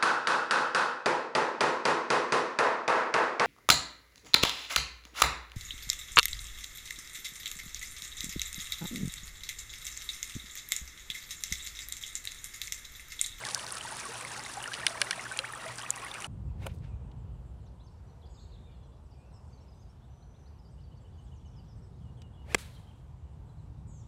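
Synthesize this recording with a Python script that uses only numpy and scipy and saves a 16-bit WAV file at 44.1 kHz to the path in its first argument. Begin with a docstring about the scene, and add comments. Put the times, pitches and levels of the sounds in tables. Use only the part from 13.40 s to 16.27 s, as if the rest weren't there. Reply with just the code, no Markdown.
"""A shallow stream over pebbles, close by: a soft wash, many small bubbles, tiny spray ticks.
Wash is shaped noise; bubbles, spray and froth are damped sines; splashes are noise bursts.
A handheld plastic camera clicks four times (body three, button one): struck decaying modes.
A faint hum and a thin whine sit underneath, with a steady hiss."""
import sys
import numpy as np
from scipy import signal
from scipy.fft import rfft, irfft
from scipy.io import wavfile
from scipy.ndimage import uniform_filter1d

SR = 44100
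rng = np.random.default_rng(int(sys.argv[2]) if len(sys.argv) > 2 else 0)


def generate_wav(signal):
    """Clip the signal to [-1, 1] and save it as 16-bit WAV at the path in sys.argv[1]."""
    frames = np.transpose(np.atleast_2d(signal))
    scaled = np.clip(frames, -1, 1) * 32767
    pcm = np.round(scaled).astype(np.int16)
    wavfile.write(sys.argv[1], SR, pcm)


def invert_db(x):
    """Field ratio 10**(x/20) for x, a level in decibels (scalar or array-like)."""
    u = np.asarray(x, float) / 20
    return 10 ** u


N = 126567

# Hiss spectrum. Each row: frequency in Hz, relative density in dB.
HISS_SPECTRUM = [(6000, -21), (11000, -5), (11600, -12), (11800, -33), (12000, -6), (12700, 2), (15600, -4),
                 (15900, -40)]
# Hum and whine. Each row: frequency in Hz, noise half-width in Hz, level in dB rms, noise share.
TONES = [(58, 7.9, -66, .6), (120.5, 12, -57, .65), (5880, 2.3, -66, 0.41)]
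# Camera clicks. Each row: start in seconds, peak in dB, tilt in dB per octave about 3 kHz,
# knock level in dB, part (0 body, 1 button).
CLICKS = [(1.4658, -2.5, 1.5, -4, 0), (1.6157, -4, 0, -2, 0), (1.7086, -10, -1, 0, 0),
          (1.9892, -11.5, 0, -12, 1)]
# Softer knocks in each click. Each row: delay in seconds, level in dB, contact time in seconds.
KNOCKS = [(.00122, -5, .00004), (.00255, -1, .0001), (.0043, -6, .00009), (.0062, -15, .0001),
          (.009, -21, .0001)]
# Camera body modes. Each row: frequency in Hz, relative level in dB, T60 in seconds.
BODY_MODES = [(1610, -14.5, 0.0049), (2330, -3.5, 0.0097), (2820, -1.5, 0.0067), (3480, -3.5, 0.0085),
              (4240, -5, 0.0095), (5000, -2, 0.0083), (5310, 0.5, 0.0054), (8000, -14, .004),
              (9620, 4, 0.0055), (13100, 1.5, 0.0016)]
# Small button modes. Each row: frequency in Hz, relative level in dB, T60 in seconds.
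BUTTON_MODES = [(2400, -8, 0.016), (2770, 0.5, 0.019), (3200, -2.5, 0.018), (4050, 0, .016),
                (4600, -10, 0.013), (6000, -21, 0.0041), (9670, 1, 0.0074), (13500, -16, .002)]
# Farther stream's wash spectrum. Each row: frequency in Hz, relative density in dB.
WASH_SPECTRUM = [(12, -48), (20, -12), (119, -6), (278, -8), (477, -14), (571, -9.5), (1030, -4.5),
                 (3050, -13.5), (4160, -17), (6290, -20), (9500, -16), (12400, -37), (16000, -25.5)]
# Random bubble sizes. Each row: pitch in Hz, relative level in dB.
BABBLE_SIZES = [(350, -12), (600, -4), (1000, 2.6), (1800, 6.5), (3000, 2.5), (5000, -1)]
# Random spray sizes. Each row: pitch in Hz, relative level in dB.
SPRAY_SIZES = [(2500, -11.5), (4000, -3), (6500, 0.5), (9500, 2), (14000, 1)]
# Bursting froth crackle sizes. Each row: pitch in Hz, relative level in dB.
CRACKLE_SIZES = [(3000, -20), (6000, -12), (9500, -10), (13000, 10), (16000, 4)]
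# Spray and crackle against the flow. Each row: time in seconds, gain in dB.
SPRAY_GAIN = [(0, 5), (1.0, 2.5), (1.45, 0), (1.75, -2.5), (2.3, -5), (2.45, -2.5), (2.55, -10), (2.87, -6)]
# Flow. Each row: time in seconds, gain in dB.
FLOW_GAIN = [(0.0, -43.5), (1.02, -43), (1.27, -43.5), (1.42, -41.5), (2.2, -43.5), (2.5, -44), (2.87, -43)]
# Small splashes. Each row: start in seconds, length in seconds, level in dB, centre in Hz.
SPLASHES = [(0.048, 0.039, -39.5, 5000), (0.085, 0.047, -35, 3850), (0.365, 0.042, -43, 3040),
            (0.588, 0.067, -44, 4100), (1.334, 0.045, -37.5, 3500), (2.381, 0.032, -42.5, 4940),
            (2.554, 0.017, -43.5, 7000), (2.618, 0.011, -40.5, 6000), (2.738, 0.013, -40, 3950)]
# Sliding gurgles. Each row: start in seconds, length in seconds, level in dB, first pitch in Hz,
# last pitch in Hz.
GURGLES = [(0.048, 0.034, -38, 1985, 1440), (0.079, 0.025, -40.5, 1310, 1000),
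           (0.469, 0.019, -41, 1416, 1620), (0.605, 0.016, -41.5, 2170, 2700),
           (0.65, 0.027, -38, 1253, 1035), (0.683, 0.043, -44, 422, 520), (0.738, 0.045, -46.5, 956, 1020),
           (1.336, 0.018, -38.5, 2720, 3200), (1.365, 0.025, -43, 1500, 1220),
           (1.612, 0.026, -39.5, 554, 612), (1.727, 0.0079, -30, 1700, 1900),
           (2.036, 0.02, -33, 1066, 2580), (2.428, 0.024, -38, 1005, 1350), (2.476, 0.026, -43, 1175, 1280),
           (2.536, .012, -40.5, 2530, 2840), (2.619, 0.02, -42, 1046, 1130)]
# Single bubbles. Each row: start in seconds, level in dB, first pitch in Hz, length in cycles,
# pitch rise as a share.
BUBBLES = [(0.037, -29, 2020, 18, 0.18), (0.175, -38, 1005, 26, 0.15), (0.195, -26, 3000, 9.4, 0.077),
           (0.24, -41, 970, 43, 0.13), (0.369, -37, 1280, 54, 0.11), (0.41, -30.5, 2950, 38, 0.17),
           (0.45, -33.5, 890, 34, 0.19), (0.506, -35, 1440, 22, 0.074), (0.519, -35, 848, 48, 0.32),
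           (0.811, -36, 2310, 22, 0.15), (0.85, -28, 2070, 17, 0.12), (0.914, -37, 1580, 46, 0.15),
           (0.96, -34, 1510, 25, 0.12), (1.003, -38, 2080, 24, 0.017), (1.047, -39, 810, 24, 0.15),
           (1.062, -33, 1990, 31, 0.25), (1.172, -31, 754, 46, 0.43), (1.217, -33, 2700, 12, 0.1),
           (1.229, -37, 1570, 22, 0.1), (1.24, -26.5, 2850, 21, 0.12), (1.258, -29, 1740, 30, 0.15),
           (1.279, -32, 1353, 50, 0.27), (1.317, -31.5, 1550, 47, 0.26), (1.398, -39, 2700, 18, 0.1),
           (1.416, -34, 2300, 16, 0.1), (1.432, -32, 1770, 64, 0.19), (1.508, -37, 2100, 16, 0.1),
           (1.505, -38.5, 660, 35, 0.071), (1.545, -42, 1600, 47, 0.094), (1.577, -33, 1690, 24, 0.15),
           (1.669, -33, 1940, 36, 0.046), (1.778, -35.5, 660, 17, 0.15), (1.794, -26.5, 2040, 24, 0.14),
           (1.855, -31, 1666, 33, 0.11), (1.865, -31, 1450, 24, 0.1), (1.914, -28.5, 1514, 52, 0.034),
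           (1.938, -34, 2350, 22, 0.1), (1.965, -34, 2400, 36, 0.023), (1.992, -37, 508, 37, 0.24),
           (2.101, -38.5, 1230, 29, 0.066), (2.135, -33.5, 1760, 36, 0.1), (2.157, -35, 1240, 20, 0.039),
           (2.222, -38, 1350, 18, 0.13), (2.259, -36, 642, 52, 0.085), (2.264, -33.5, 1940, 16, 0.13),
           (2.283, -35, 3360, 22, 0), (2.288, -34.5, 2260, 26, 0.05), (2.296, -35, 980, 18, 0.052),
           (2.308, -39.5, 4500, 24, 0), (2.385, -36, 1570, 30, 0.11), (2.415, -31, 2980, 17, 0),
           (2.433, -32.5, 3200, 27, 0.05), (2.463, -32, 2490, 24, 0.033), (2.509, -44, 2920, 30, 0),
           (2.565, -38, 2360, 11, 0.19), (2.567, -35, 1030, 13, 0.1), (2.6645, -33, 2080, 47, 0.13),
           (2.7144, -28, 3560, 32, 0), (2.741, -31, 2780, 12, 0), (2.802, -43, 1395, 36, 0.083),
           (2.822, -33.5, 2470, 20, 0.14), (2.844, -27, 2820, 33, 0.12)]
# Single spray ticks. 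Each row: time in seconds (1 ms before onset), ring level in dB, pitch in Hz,
# length in cycles.
TICKS = [(0.0508, -21, 3850, 5.1), (0.091, -30, 5180, 10), (0.1141, -28, 7400, 10),
         (0.1461, -8.5, 5500, 4.4), (0.2174, -30, 8000, 13), (0.2443, -32, 5940, 10),
         (0.2651, -26, 4050, 6.9), (0.277, -30, 6140, 8.8), (0.3057, -24, 4600, 6), (0.3185, -28, 9000, 9),
         (0.3221, -17, 8800, 7.2), (0.3524, -25, 7900, 11), (0.3694, -27, 4900, 9), (0.3835, -28, 8000, 12),
         (0.4896, -38, 8440, 10), (0.396, -36, 11000, 10), (0.5115, -27, 9300, 12), (0.5224, -30, 8450, 12),
         (0.531, -31, 10500, 8), (0.549, -31, 8800, 10), (0.599, -24, 6300, 6.3), (0.6035, -29, 4970, 5.7),
         (0.6534, -28, 8800, 12), (0.755, -32, 3170, 11), (0.7956, -33, 8500, 7), (0.8096, -26, 7900, 10),
         (0.8247, -28, 9100, 10), (0.848, -29, 8800, 11), (0.9168, -28.5, 6540, 9.9),
         (0.9353, -34, 7400, 10), (0.9932, -29, 4800, 16), (1.0364, -28, 7200, 14), (1.049, -33, 3730, 29),
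         (1.1149, -34, 8740, 12), (1.1408, -33, 8610, 12), (1.169, -29, 7260, 18),
         (1.2254, -25.5, 7200, 6.5), (1.2397, -26, 8900, 18), (1.276, -27, 5400, 12),
         (1.4798, -24.5, 3760, 14), (1.4955, -31.5, 5500, 20), (1.6452, -31, 9140, 16),
         (1.6525, -32, 8500, 8), (1.7297, -30, 3220, 6.6), (1.8098, -33, 6760, 16), (1.839, -31, 5540, 17),
         (1.851, -33, 7300, 12), (1.9202, -25.5, 7950, 9.7), (1.9729, -21, 6900, 7.4),
         (2.1231, -24, 10600, 20), (2.15, -30.5, 8050, 17), (2.2615, -28.5, 10300, 14),
         (2.356, -29, 7550, 9), (2.375, -29, 8500, 9), (2.385, -28, 4600, 10), (2.401, -33.5, 5040, 19),
         (2.4227, -30, 7190, 14), (2.5042, -8, 6970, 14), (2.56, -33, 8000, 14), (2.574, -27, 11000, 12),
         (2.594, -33, 11000, 10), (2.6468, -26, 9800, 13), (2.682, -34, 11500, 8), (2.7115, -37, 9500, 8.7),
         (2.7416, -27.5, 8000, 6.5), (2.803, -28, 6000, 7.1), (2.809, -29, 9450, 12),
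         (2.821, -25.5, 7100, 6.8), (2.8255, -38, 11500, 8), (2.8439, -31, 7000, 8), (2.8645, -33, 8040, 8)]
# Microphone response. Each row: frequency in Hz, gain in dB.
MIC_RESPONSE = [(8000, -1.5), (9800, 0), (10600, -3), (11400, -12), (11800, -27), (12100, -18),
                (13000, -16.5), (15500, -29), (16300, -40), (16700, -118)]


def evened(x):
    """Scales to rms 1."""
    return x / np.sqrt(np.mean(x ** 2) + 1e-20)


def read(points, hz):
    """Reads a spectrum table on a log-frequency axis."""
    f, value = np.transpose(points)
    return np.interp(np.log(hz + 1), np.log(f + 1), value)


def shaped_noise(spectrum):
    """White noise filtered to a spectrum table, rms 1."""
    gain = invert_db(read(spectrum, np.fft.rfftfreq(N, 1 / SR)))
    return evened(irfft(rfft(rng.standard_normal(N)) * gain, N))


def smooth(x, size):
    """Two running means along the last axis."""
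    return uniform_filter1d(uniform_filter1d(x, size), size)


def uneven(count, span_s):
    """One smooth random wander per event, rms 1 over all."""
    return evened(smooth(rng.standard_normal((count, 6000)), max(round(span_s * SR), 1)))


def add(mix, s, sound):
    """Mixes a sound in at time s."""
    part = mix[max(round(s * SR), 0):][:len(sound)]
    part += sound[:len(part)]


def grain(hz, cycles, rise, soft_cycles):
    """A damped sine whose pitch climbs while it dies; soft_cycles sets the attack."""
    u = np.arange(int(max(cycles, 2) * SR / hz) + 2) * hz / SR
    attack = 1 - np.exp(-u / max(soft_cycles, 0.05))
    shape = attack * invert_db(-60 * u / max(2 * cycles, 2))
    shape *= np.cos(np.pi / 2 * u / u[-1])
    phase_cycles = u + rise * u ** 2 / (2 * u[-1])
    return shape / shape.max() * np.sin(2 * np.pi * phase_cycles)


def swarm(sizes, per_s, spread_db, cycles, rise, soft_cycles, clump_db, count=40):
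    """Many grains of random pitch and size, in loose clumps of level, rms 1."""
    out = np.zeros(N)
    clump = invert_db(clump_db * evened(smooth(rng.standard_normal(N), 700)))
    chance, size, kind = rng.random((3, N))
    excess_db = spread_db * np.minimum(-np.log(size + 1e-9), 3.5)
    strikes = invert_db(excess_db) * clump * (chance < per_s / SR)
    pitch = (kind * count).astype(int)
    for k, hz in enumerate(np.geomspace(sizes[0][0], sizes[-1][0], count)):
        a, b = rng.random(2)
        one = invert_db(read(sizes, hz)) * grain(hz, cycles * (0.5 + a), rise * 2 * b, soft_cycles)
        out += signal.oaconvolve(strikes * (pitch == k), one)[:N]
    return evened(out)


def hiss():
    """Steady shaped noise."""
    return invert_db(-70.5) * shaped_noise(HISS_SPECTRUM)


def tones():
    """Wavering narrow tones: a steady sine plus a narrow band of noise."""
    t, f = np.arange(N) / SR, np.fft.rfftfreq(N, 1 / SR)
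    out = np.zeros(N)
    for hz, width_hz, db, waver in TONES:
        band = 1 / (1 + ((f - hz) / width_hz) ** 4)
        fuzz = evened(irfft(rfft(rng.standard_normal(N)) * band, N))
        sine = np.sin(2 * np.pi * (hz * t + rng.random()))
        out += invert_db(db) * evened(waver * fuzz + sine)
    return out


def clicks():
    """A sharp snap and a few softer knocks ring the struck part of the camera."""
    snap_delay_s, snap_contact_s = 0.00055, 0.00002
    noise_db, noise_t60_s = -18.5, 0.01
    lead_s = 0.0002  # added to every delay
    out, t = np.zeros(N), np.arange(1200) / SR
    high = signal.butter(4, 1350, "high", fs=SR, output="sos")
    noises = rng.standard_normal((len(CLICKS), 1200))
    for (s, db, tilt_db, knock_db, part), noise in zip(CLICKS, noises):
        ring = np.zeros(1200)
        for hz, mode_db, t60_s in (BODY_MODES, BUTTON_MODES)[part]:
            level_db = mode_db + tilt_db * np.log2(hz / 3000)
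            ring += invert_db(level_db - 60 * t / t60_s) * np.cos(2 * np.pi * hz * t)
        ring = ring / ring[0] + invert_db(noise_db - 60 * t / noise_t60_s) * noise
        hits = [(snap_delay_s, 0, snap_contact_s)]
        hits += [(delay_s, hit_db + knock_db, contact_s) for delay_s, hit_db, contact_s in KNOCKS]
        force = np.zeros(1200)
        for delay_s, hit_db, contact_s in hits:
            pulse = np.exp(-((t - delay_s - lead_s) / contact_s) ** 2)
            force += invert_db(hit_db) * pulse * np.sqrt(snap_contact_s / contact_s)
        click = signal.sosfilt(high, np.convolve(force, ring)[:1200])
        add(out, s, invert_db(db) * click / np.abs(click).max())
    return out


def wash():
    """Farther stream: noise with drifting patches and a flicker that is full above 4 kHz."""
    patchy_db, flicker_db = 1.5, 3
    frames, hz = N // 128 + 5, np.fft.rfftfreq(512, 1 / SR)
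    a, b, patches = rng.standard_normal((frames, 257, 3)).T
    patches = evened(uniform_filter1d(uniform_filter1d(patches, 6, 0), 12, 1))
    flicker = evened(uniform_filter1d(rng.standard_normal(frames), 3))
    flicker = flicker * np.clip(hz / 4000, 0, 1)[:, None]
    z = (a + 1j * b) * invert_db(patchy_db * patches + flicker_db * flicker)
    x = signal.istft(z, nperseg=512, noverlap=384)[1][:N]
    return evened(irfft(rfft(x) * invert_db(read(WASH_SPECTRUM, np.fft.rfftfreq(N, 1 / SR))), N))


def babble():
    """Random bubbles: soft-edged grains that rise in pitch."""
    return swarm(BABBLE_SIZES, per_s=1200, spread_db=3.5, cycles=30.5, rise=0.246,
                 soft_cycles=1.3, clump_db=2.25)


def spray():
    """Random droplets: short, high grains."""
    return swarm(SPRAY_SIZES, per_s=2600, spread_db=3, cycles=17.5, rise=0.32,
                 soft_cycles=1.0, clump_db=3)


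def crackle():
    """Bursting froth: sparse grains of very few cycles."""
    return swarm(CRACKLE_SIZES, per_s=250, spread_db=7, cycles=2.1, rise=0.11,
                 soft_cycles=0.22, clump_db=1)


def splashes():
    """Grainy bursts of noise where water slops over a stone."""
    width_octaves, grain_db = 1.44, 8.5
    out, hz = np.zeros(N), np.fft.rfftfreq(3000, 1 / SR)
    noises = rng.standard_normal((len(SPLASHES), 2, 3000))
    for (s, length_s, db, centre_hz), (a, b) in zip(SPLASHES, noises):
        a = a * invert_db(grain_db * evened(uniform_filter1d(b, 50)))
        band = np.exp(-(np.log2((hz + 1) / centre_hz) / width_octaves) ** 2)
        a = evened(irfft(rfft(a) * band))
        u = np.arange(0, 1, 1 / (length_s * SR))[:3000]
        add(out, s, invert_db(db) * np.sin(np.pi * u ** 0.26) * a[:len(u)])  # fast rise, slow fall
    return out


def gurgles():
    """Short sliding tones of slopping water, with level flutter and pitch wobble."""
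    flutter_db, wobble_share = 2.5, 0.029
    out = np.zeros(N)
    flutters, wobbles = uneven(len(GURGLES), 0.0014), uneven(len(GURGLES), 0.0026)
    for (s, length_s, db, from_hz, to_hz), flutter, wobble in zip(GURGLES, flutters, wobbles):
        u = np.arange(0, 1, 1 / (length_s * SR))
        pitch_hz = from_hz * (to_hz / from_hz) ** u * (1 + wobble_share * wobble[:len(u)])
        level = invert_db(db + flutter_db * flutter[:len(u)]) * np.sin(np.pi * u ** 0.88) ** 0.66
        add(out, s, level * np.sin(2 * np.pi * np.cumsum(pitch_hz) / SR))
    return out


def bubbles():
    """Single bubbles: damped sines, most rising in pitch, with level flutter."""
    flutter_db = 1.3
    out = np.zeros(N)
    for (s, db, hz, cycles, rise), flutter in zip(BUBBLES, uneven(len(BUBBLES), 0.0014)):
        one = grain(hz, cycles, rise, soft_cycles=0.53)
        add(out, s, invert_db(db + flutter_db * flutter[:len(one)]) * one)
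    return out


def ticks():
    """Single spray ticks: a short ring, a high-passed noise burst with a tail, a sharp edge."""
    lag_s, edge_db, noise_gain = 0.001, 7, 0.19
    tail_db, tail_t60_s = -13, 0.013
    out, t = np.zeros(N), np.arange(1500) / SR
    impulse = 1.0 * (t == 0)
    for (s, db, hz, cycles), noise in zip(TICKS, rng.standard_normal((len(TICKS), 1500))):
        high = signal.butter(4, 0.84 * hz, "high", fs=SR, output="sos")
        noise = evened(signal.sosfilt(high, noise))
        edge = invert_db(edge_db) * signal.sosfilt(high, impulse)
        burst = noise_gain * invert_db(-60 * t * hz / max(cycles, 1))
        burst += invert_db(tail_db - 60 * t / tail_t60_s)
        add(out, s + lag_s, invert_db(db) * grain(hz, cycles, 0.011, 0.81))
        add(out, s + lag_s, invert_db(db) * (burst * noise + edge))
    return out


def stream():
    """Wash, babble, spray and crackle follow the flow; single bubbles and ticks stand out."""
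    t = np.arange(N) / SR
    spray_db = np.interp(t, *np.transpose(SPRAY_GAIN))
    water = invert_db(-2.5) * wash() + invert_db(-2.5) * babble()
    water += invert_db(-7 + spray_db) * spray()
    water += invert_db(-13.5 + spray_db) * crackle()
    water *= invert_db(np.interp(t, *np.transpose(FLOW_GAIN)))
    return water + bubbles() + ticks()


def scene():
    """Tones, camera clicks, splashes, gurgles and stream, in mono."""
    return (tones() + clicks() + splashes() + gurgles() + stream())[None]


def microphone(x):
    """Causal (minimum-phase) filter with the microphone's response."""
    log_gain = np.log(invert_db(read(MIC_RESPONSE, np.abs(np.fft.fftfreq(4096, 1 / SR)))))
    taps = np.fft.ifft(np.exp(np.conj(signal.hilbert(log_gain)))).real[:2048]
    return signal.oaconvolve(x, taps[None])[:, :N]


def low_pass(x):
    """Removes everything above the highest recorded frequency."""
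    return signal.sosfilt(signal.butter(12, 16500, fs=SR, output="sos"), x)


def record(dry):
    """Microphone colour, then steady hiss on top."""
    mix = microphone(dry) + hiss()
    return low_pass(mix)


dry = scene()
out = record(dry)
generate_wav(out)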